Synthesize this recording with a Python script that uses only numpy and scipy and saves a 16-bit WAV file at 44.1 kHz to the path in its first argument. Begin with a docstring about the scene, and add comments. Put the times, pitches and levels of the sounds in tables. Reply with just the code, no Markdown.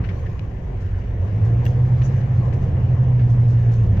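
"""A deep engine drone fills a moving bus, sinks in a gear change, then climbs again and booms.
The engine's orders sweep through the cabin's resonances and beat against a driven accessory.
Road rumble, tyre roar and diesel clatter run underneath as bands of noise. Loose trim buzzes,
knocks, clicks and creaks, mostly on the left, with one short squeak."""
import sys
import numpy as np
from scipy import signal
from scipy.fft import rfft, irfft, next_fast_len
from scipy.io import wavfile
from scipy.ndimage import uniform_filter1d, minimum_filter1d, map_coordinates

SR = 44100
rng = np.random.default_rng(int(sys.argv[2]) if len(sys.argv) > 2 else 0)


def put_to_file(sound):
    """Save the sound as 16-bit audio at rate SR, in the file named by the first command-line argument."""
    columns = np.atleast_2d(sound).T  # one column per channel
    safe = np.clip(columns, -1, 1)
    whole_steps = np.round(safe * 32767)
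    wavfile.write(sys.argv[1], SR, whole_steps.astype(np.int16))


N = 176400

# Levels are relative; each source adds its own gains.
# Road noise (time [s], rumble level [dB], roar level [dB])
ROAD_LEVELS = [(0, -30.5, -38), (.15, -27.5, -42), (.35, -28.5, -42.5), (.7, -30, -43.5), (1.1, -29.5, -44),
               (1.4, -25, -38), (1.75, -25, -38), (2.3, -26, -39), (2.7, -24.5, -37), (3.15, -22.5, -39),
               (3.6, -25, -40.5), (4, -22.5, -38)]
# Jolts from the road (time [s], level [dB])
ROAD_JOLTS = [(3.212, -33.5), (3.861, -31)]
# Noise spectra of the background (frequency [Hz], level [dB])
RUMBLE_SPECTRUM = [(12, -10.5), (22, -2), (40, -7.5), (65, -1), (85, 3), (120, 4), (142, -6.5), (175, -6.5),
                   (225, -15.5), (330, -25.5), (600, -73.5), (1500, -120)]
ROAR_SPECTRUM = [(140, -25.5), (230, -6), (302, -9), (376, -4), (408, -11.5), (482, -5), (565, -7),
                 (614, -12), (704, -9.5), (825, -14.5), (1050, -15.5), (1280, -26), (1400, -29),
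                 (1820, -52.5), (3080, -120)]
AIR_SPECTRUM = [(60, -31), (180, -14), (300, 2), (450, 9.5), (560, -7), (800, -13), (1400, -42.5),
                (4000, -120)]
JOLT_SPECTRUM = [(90, -23), (160, 0.5), (210, 6.5), (260, -5), (400, -19), (800, -60), (2000, -120)]

# Noise spectra of the trim and the diesel clatter (frequency [Hz], level [dB])
BUZZ_SPECTRUM = [(1500, -20), (3300, 0), (5000, -1), (6400, 0), (7200, -8), (8400, -18), (11000, -18),
                 (13800, -18), (15000, -9)]
PANEL_SPECTRUM = [(600, -29.5), (1200, 2.5), (1750, 3.5), (2300, 1), (3000, -3.5), (4000, -12.5),
                  (6000, -19.5), (8500, -43.5)]
FITTING_SPECTRUM = [(1500, -12), (3000, 0), (4500, -1), (6400, 1), (7500, -7), (9000, -19), (15000, -25)]
SNAP_SPECTRUM = [(1500, -10), (3400, 2), (5500, 0), (7500, -5), (11000, -12), (15000, -3)]
TICK_SPECTRUM = [(1200, -8), (2300, 1.5), (3400, 1.5), (4400, -13), (5500, -9), (6800, -22), (10000, -39)]
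SQUEAK_SPECTRUM = [(1500, -60), (3500, -22), (5200, -9), (6150, 0), (6800, -5), (7600, -19), (9000, -40),
                   (15000, -60)]
CLATTER_SPECTRUM = [(700, -19), (1250, -6), (1750, -1.5), (2400, -7.5), (2950, -10), (3600, -19.5),
                    (5000, -37), (9000, -77.5)]
# Sustained treble (time [s], diesel clatter level [dB], trim buzz level [dB])
TREBLE_LEVELS = [(0.0, -53.5, -69.5), (0.21, -54.5, -65), (0.47, -56.5, -70.5), (0.71, -57, -69),
                 (0.87, -53.5, -69), (1.17, -55, -69), (1.53, -52, -66), (1.89, -52.5, -64.5),
                 (2.16, -51, -64), (2.28, -53.5, -65.5), (2.83, -52.5, -67.5), (3.23, -54.5, -67.5),
                 (3.61, -52, -64), (4.0, -54, -65)]
# Impacts of panels and loose fittings (time [s], level [dB], decay time [s])
PANEL_KNOCKS = [(.038, -38, .022), (.087, -39, 0.018), (0.26, -40.5, 0.0071), (2.016, -37.5, .012),
                (2.21, -43, 0.0091), (2.524, -43.5, 0.016), (3.19, -46, 0.044), (3.968, -41.5, 0.023)]
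FITTING_RATTLES = [(0.802, -57.5, 0.033), (0.979, -59, 0.021), (1.446, -53.5, 0.024), (1.67, -54.5, 0.046),
                   (2.45, -55.5, 0.013), (2.528, -52, 0.021), (2.616, -57.5, 0.045), (3.296, -54.5, 0.032),
                   (3.478, -50.5, 0.027), (3.716, -51.5, 0.029)]
# Strikes of a catch (time [s], ring level [dB], snap level [dB])
CATCH_CLICKS = [(1.6535, -31, -36), (1.6637, -22, -38)]
# Its modes (frequency [Hz], level [dB], time to fall 60 dB [s])
CATCH_MODES = [(1620, -3, .014), (1830, 0, .016), (2150, -7, .012), (2780, -1, .018), (3360, -14, .028),
               (5980, -33, .18), (6170, -33, .18)]
# Rubbing panels (time [s], pitch [Hz], level [dB])
PANEL_CREAKS = [(.18, 1060, -48), (.238, 1070, -48), (.266, 1830, -46), (.362, 1060, -47), (1.62, 970, -47)]

# Engine speed and boom (time [s], firing rate [Hz], boom level [dB])
ENGINE_RUN = [(0, 61, -25), (.22, 37, -30), (.42, 33.7, -39), (.8, 30.6, -42), (1.02, 32, -39),
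              (1.2, 46, -24.5), (1.37, 54, -17.3), (1.62, 59.8, -16.5), (1.85, 62.4, -15), (2.2, 65.5, -23),
              (2.5, 66.5, -25), (2.82, 66.8, -26), (3.03, 62.8, -16), (3.25, 60.3, -14.8),
              (3.6, 59.6, -14.8), (3.8, 56.9, -16), (4, 54.5, -21)]
# Partials of each shaft (multiple of the firing rate or accessory speed [1], level [dB])
ENGINE_ORDERS = [(.5, -46), (1, -31), (1.33, -38), (1.5, -34), (1.83, -35), (2.5, -42), (3, -35), (4, -48),
                 (5, -49), (6, -51), (8, -50), (12, -53)]
ACCESSORY_ORDERS = [(1, -33), (1.5, -34), (2, -28.5), (3, -37), (4, -43), (5, -50), (6, -53), (8, -53)]
# Swell of each set of partials (time [s], gain [dB])
ENGINE_LOAD = [(0, 2), (.3, -5.5), (1.1, 2.5), (1.4, -1), (2.7, -0.5), (3.2, -5), (4, 1.5)]
ACCESSORY_GAIN = [(0, 2.5), (.4, -10.5), (1.1, -5.5), (1.5, -5), (2, -2.5), (2.4, 0), (2.8, -3),
                  (3.1, -2.5), (4, -6)]
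# Cabin resonances (frequency [Hz], gain [dB])
CABIN_RESPONSE = [(25, -4.5), (36, -8.5), (48, 2.5), (60, -2), (75, -5), (97, 7), (122, 5.5), (142, -11),
                  (170, -1), (200, -5), (300, -4), (430, 2.5), (700, -3.5)]
# Likeness of the noise at the two ears (frequency [Hz], correlation [1])
EAR_CORRELATION = [(130, 0.99), (250, 0.77), (500, 0.56), (1000, 0.086), (2000, 0.12), (6000, 0.062),
                   (12000, 0.15)]
# Stereo balance (frequency [Hz], left over right [dB])
LEFT_BIAS = [(50, -0.9), (250, -1.1), (500, -0.6), (1000, 2.5), (1900, 9), (3000, 4.5), (5000, 3.5),
             (8000, 1)]

TIME = np.arange(N) / SR


def amp(db):
    """Amplitude grows tenfold for every 20 dB."""
    return 10 ** (np.asarray(db) / 20)


def unit_rms(x):
    """Normalisation to a mean power of one."""
    return x / np.sqrt(np.mean(x ** 2) + 1e-20)


def at_frequency(points, hz):
    """Interpolation on a logarithmic frequency axis."""
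    knots_hz, values = np.transpose(points)
    return np.interp(np.log(hz + 1), np.log(knots_hz + 1), values)


def curves(rows):
    """Linear interpolation in time, one curve for each column after the first."""
    times, *columns = np.transpose(rows)
    return [np.interp(TIME, times, column) for column in columns]


def wobble(knots_per_s):
    """Smooth random modulation: a spline through Gaussian values."""
    return map_coordinates(rng.standard_normal(1024), [TIME * knots_per_s], mode="wrap")


def filtered(x, response):
    """Linear filtering multiplies the spectrum by a frequency response."""
    size = next_fast_len(N + SR // 2)
    return irfft(rfft(x, size) * response(np.fft.rfftfreq(size, 1 / SR)), size)[..., :N]


def cabin_noise(spectrum, patchy_db=0):
    """Partial coherence: the sum and difference of two independent noises feed the two ears."""
    def mid_side_response(hz):
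        angle = np.arccos(np.clip(at_frequency(EAR_CORRELATION, hz), -1, 1)) / 2
        return amp(at_frequency(spectrum, hz)) * [np.cos(angle), np.sin(angle)]

    white = signal.stft(rng.standard_normal((2, N)), nperseg=512)[2]
    patches = uniform_filter1d(rng.standard_normal(white.shape[1:]), size=5, axis=0)  # in frequency
    patches = uniform_filter1d(patches, size=12, axis=1)  # in time
    grainy = signal.istft(white * amp(patchy_db * unit_rms(patches)), nperseg=512)[1][:, :N]
    mid, side = filtered(grainy, mid_side_response)
    return unit_rms(np.array([mid + side, mid - side]))


def burst(start, attack_s, decay_s):
    """A damped vibration builds quickly and decays exponentially."""
    age = np.maximum(TIME - start, 0)
    return (1 - np.exp(-age / attack_s)) * np.exp(-age / decay_s)


def swell(centre_s, width_s):
    """A Gaussian envelope rises and falls symmetrically."""
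    return np.exp(-.5 * ((TIME - centre_s) / width_s) ** 2)


def road():
    """Random excitation gives broad spectra: body rumble, tyre roar, steady air noise and dull jolts."""
    rumble_db, roar_db = curves(ROAD_LEVELS)
    rumble = amp(rumble_db + 1.5) * cabin_noise(RUMBLE_SPECTRUM)
    roar = amp(roar_db + .74 + .9 * wobble(14)) * cabin_noise(ROAR_SPECTRUM, patchy_db=1.82)
    air = amp(-48) * cabin_noise(AIR_SPECTRUM)
    jolts = sum(amp(db) * burst(start, attack_s=.013, decay_s=.51) for start, db in ROAD_JOLTS)
    return rumble + roar + air + jolts * cabin_noise(JOLT_SPECTRUM)


def trim_buzz():
    """Forced vibration: shaken trim gives a grainy, flickering buzz."""
    _, buzz_db = curves(TREBLE_LEVELS)
    flicker_db = .71 * wobble(25) + .73 * wobble(220)
    return amp(buzz_db + 3.5 + flicker_db) * cabin_noise(BUZZ_SPECTRUM, patchy_db=1.9)


def rattles(impacts, spectrum, attack_s, rough_db, rough_per_s):
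    """Impact excitation: panels and loose fittings answer with rough, damped bursts of noise."""
    envelope = sum(amp(db) * burst(start, attack_s, decay_s) for start, db, decay_s in impacts)
    return envelope * amp(rough_db * wobble(rough_per_s)) * cabin_noise(spectrum)


def catch_clicks():
    """Free vibration: a loose catch snaps, then each mode rings down at its own rate."""
    clicks = np.zeros((2, N))
    snap = cabin_noise(SNAP_SPECTRUM)
    for start, ring_db, snap_db in CATCH_CLICKS:
        age = np.maximum(TIME - start, 0)
        for hz, db, t60 in CATCH_MODES:
            ring = np.sin(2 * np.pi * hz * age + rng.uniform(0, 2 * np.pi, (2, 1)))
            clicks += amp(ring_db + db) * burst(start, attack_s=.002, decay_s=t60 / np.log(1000)) * ring
        clicks += amp(snap_db) * burst(start, attack_s=.0003, decay_s=.002) * snap
    return clicks


def trim_tick():
    """Heavy damping leaves one dry tick of plastic trim."""
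    return amp(-31) * burst(start=.3935, attack_s=.0005, decay_s=.0016) * cabin_noise(TICK_SPECTRUM)


def panel_creaks():
    """Friction between panels gives short tones that waver by phase modulation."""
    creaks = np.zeros(N)
    for centre_s, hz, db in PANEL_CREAKS:
        phase = 2 * np.pi * hz * TIME + 1.1 * wobble(250)
        creaks += amp(db) * swell(centre_s, width_s=.007) * np.sin(phase)
    return np.sqrt(2) * creaks


def trim_squeak():
    """Friction in the trim excites a high band of noise: one brief, hissy squeak."""
    return amp(-50) * swell(centre_s=2.056, width_s=.017) * cabin_noise(SQUEAK_SPECTRUM)


def firing():
    """The firing rate [Hz] and its time integral, the phase [rad]."""
    hz, _ = curves(ENGINE_RUN)
    return hz, 2 * np.pi * np.cumsum(hz) / SR


def diesel_clatter():
    """Amplitude modulation: the diesel's noise pulses gently at the firing rate."""
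    clatter_db, _ = curves(TREBLE_LEVELS)
    _, phase = firing()
    pulse_db = .47 * np.cos(phase) + .37 * wobble(130)
    return amp(clatter_db + 2 + pulse_db) * cabin_noise(CLATTER_SPECTRUM, patchy_db=1.2)


def shaft_drone(orders, speed_ratio, flutter_db, drift_rad):
    """Resonance: a shaft's unsteady orders swell as they sweep through the cabin's peaks."""
    firing_hz, firing_phase = firing()
    drone = np.zeros(N)
    for order, db in orders:
        multiple = order * speed_ratio
        level_db = db + at_frequency(CABIN_RESPONSE, multiple * firing_hz) + flutter_db * wobble(12)
        phase = multiple * firing_phase + drift_rad * wobble(8) + rng.uniform(0, 2 * np.pi)
        drone += amp(level_db) * np.sin(phase)
    return np.sqrt(2) * drone


def accessory():
    """Beating: driven just below the firing rate, the accessory sounds close to the engine's tones."""
    gain_db, = curves(ACCESSORY_GAIN)
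    return amp(gain_db) * shaft_drone(ACCESSORY_ORDERS, speed_ratio=.9, flutter_db=2, drift_rad=.44)


def engine():
    """Periodic forcing: a boom at twice the firing rate, over weaker orders that follow the load."""
    _, boom_db = curves(ENGINE_RUN)
    load_db, = curves(ENGINE_LOAD)
    _, phase = firing()
    boom = np.sqrt(2) * amp(boom_db + .2 + .86 * wobble(7.1)) * np.sin(2 * phase)
    orders = shaft_drone(ENGINE_ORDERS, speed_ratio=1, flutter_db=1.5, drift_rad=.35)
    return boom + amp(load_db) * orders


def scene():
    """Superposition: the sources add in the cabin, with the treble stronger on the left."""
    sustained = engine() + accessory() + road() + diesel_clatter() + trim_buzz()
    panels = rattles(PANEL_KNOCKS, PANEL_SPECTRUM, attack_s=.002, rough_db=1.8, rough_per_s=400)
    fittings = rattles(FITTING_RATTLES, FITTING_SPECTRUM, attack_s=.0059, rough_db=2.5, rough_per_s=300)
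    cabin = sustained + panels + fittings + catch_clicks() + trim_tick() + panel_creaks() + trim_squeak()
    return filtered(cabin, lambda hz: amp(np.outer([.5, -.5], at_frequency(LEFT_BIAS, hz))))


def record(dry):
    """Peak limiting holds down the boom; a low-pass filter bounds the bandwidth."""
    ceiling_db, hold_s, fade_s, cutoff_hz = -7.2, .03, .002, 15550
    hold = int(hold_s * SR)
    needed_gain = np.minimum(1, amp(ceiling_db) / (np.abs(dry).max(axis=0) + 1e-9))
    gain = uniform_filter1d(minimum_filter1d(needed_gain, size=hold), size=hold)
    edge_fade = np.minimum(1, np.minimum(TIME, TIME[::-1]) / fade_s)
    return filtered(dry * gain * edge_fade, lambda hz: hz < cutoff_hz)


dry = scene()
out = record(dry)
put_to_file(out)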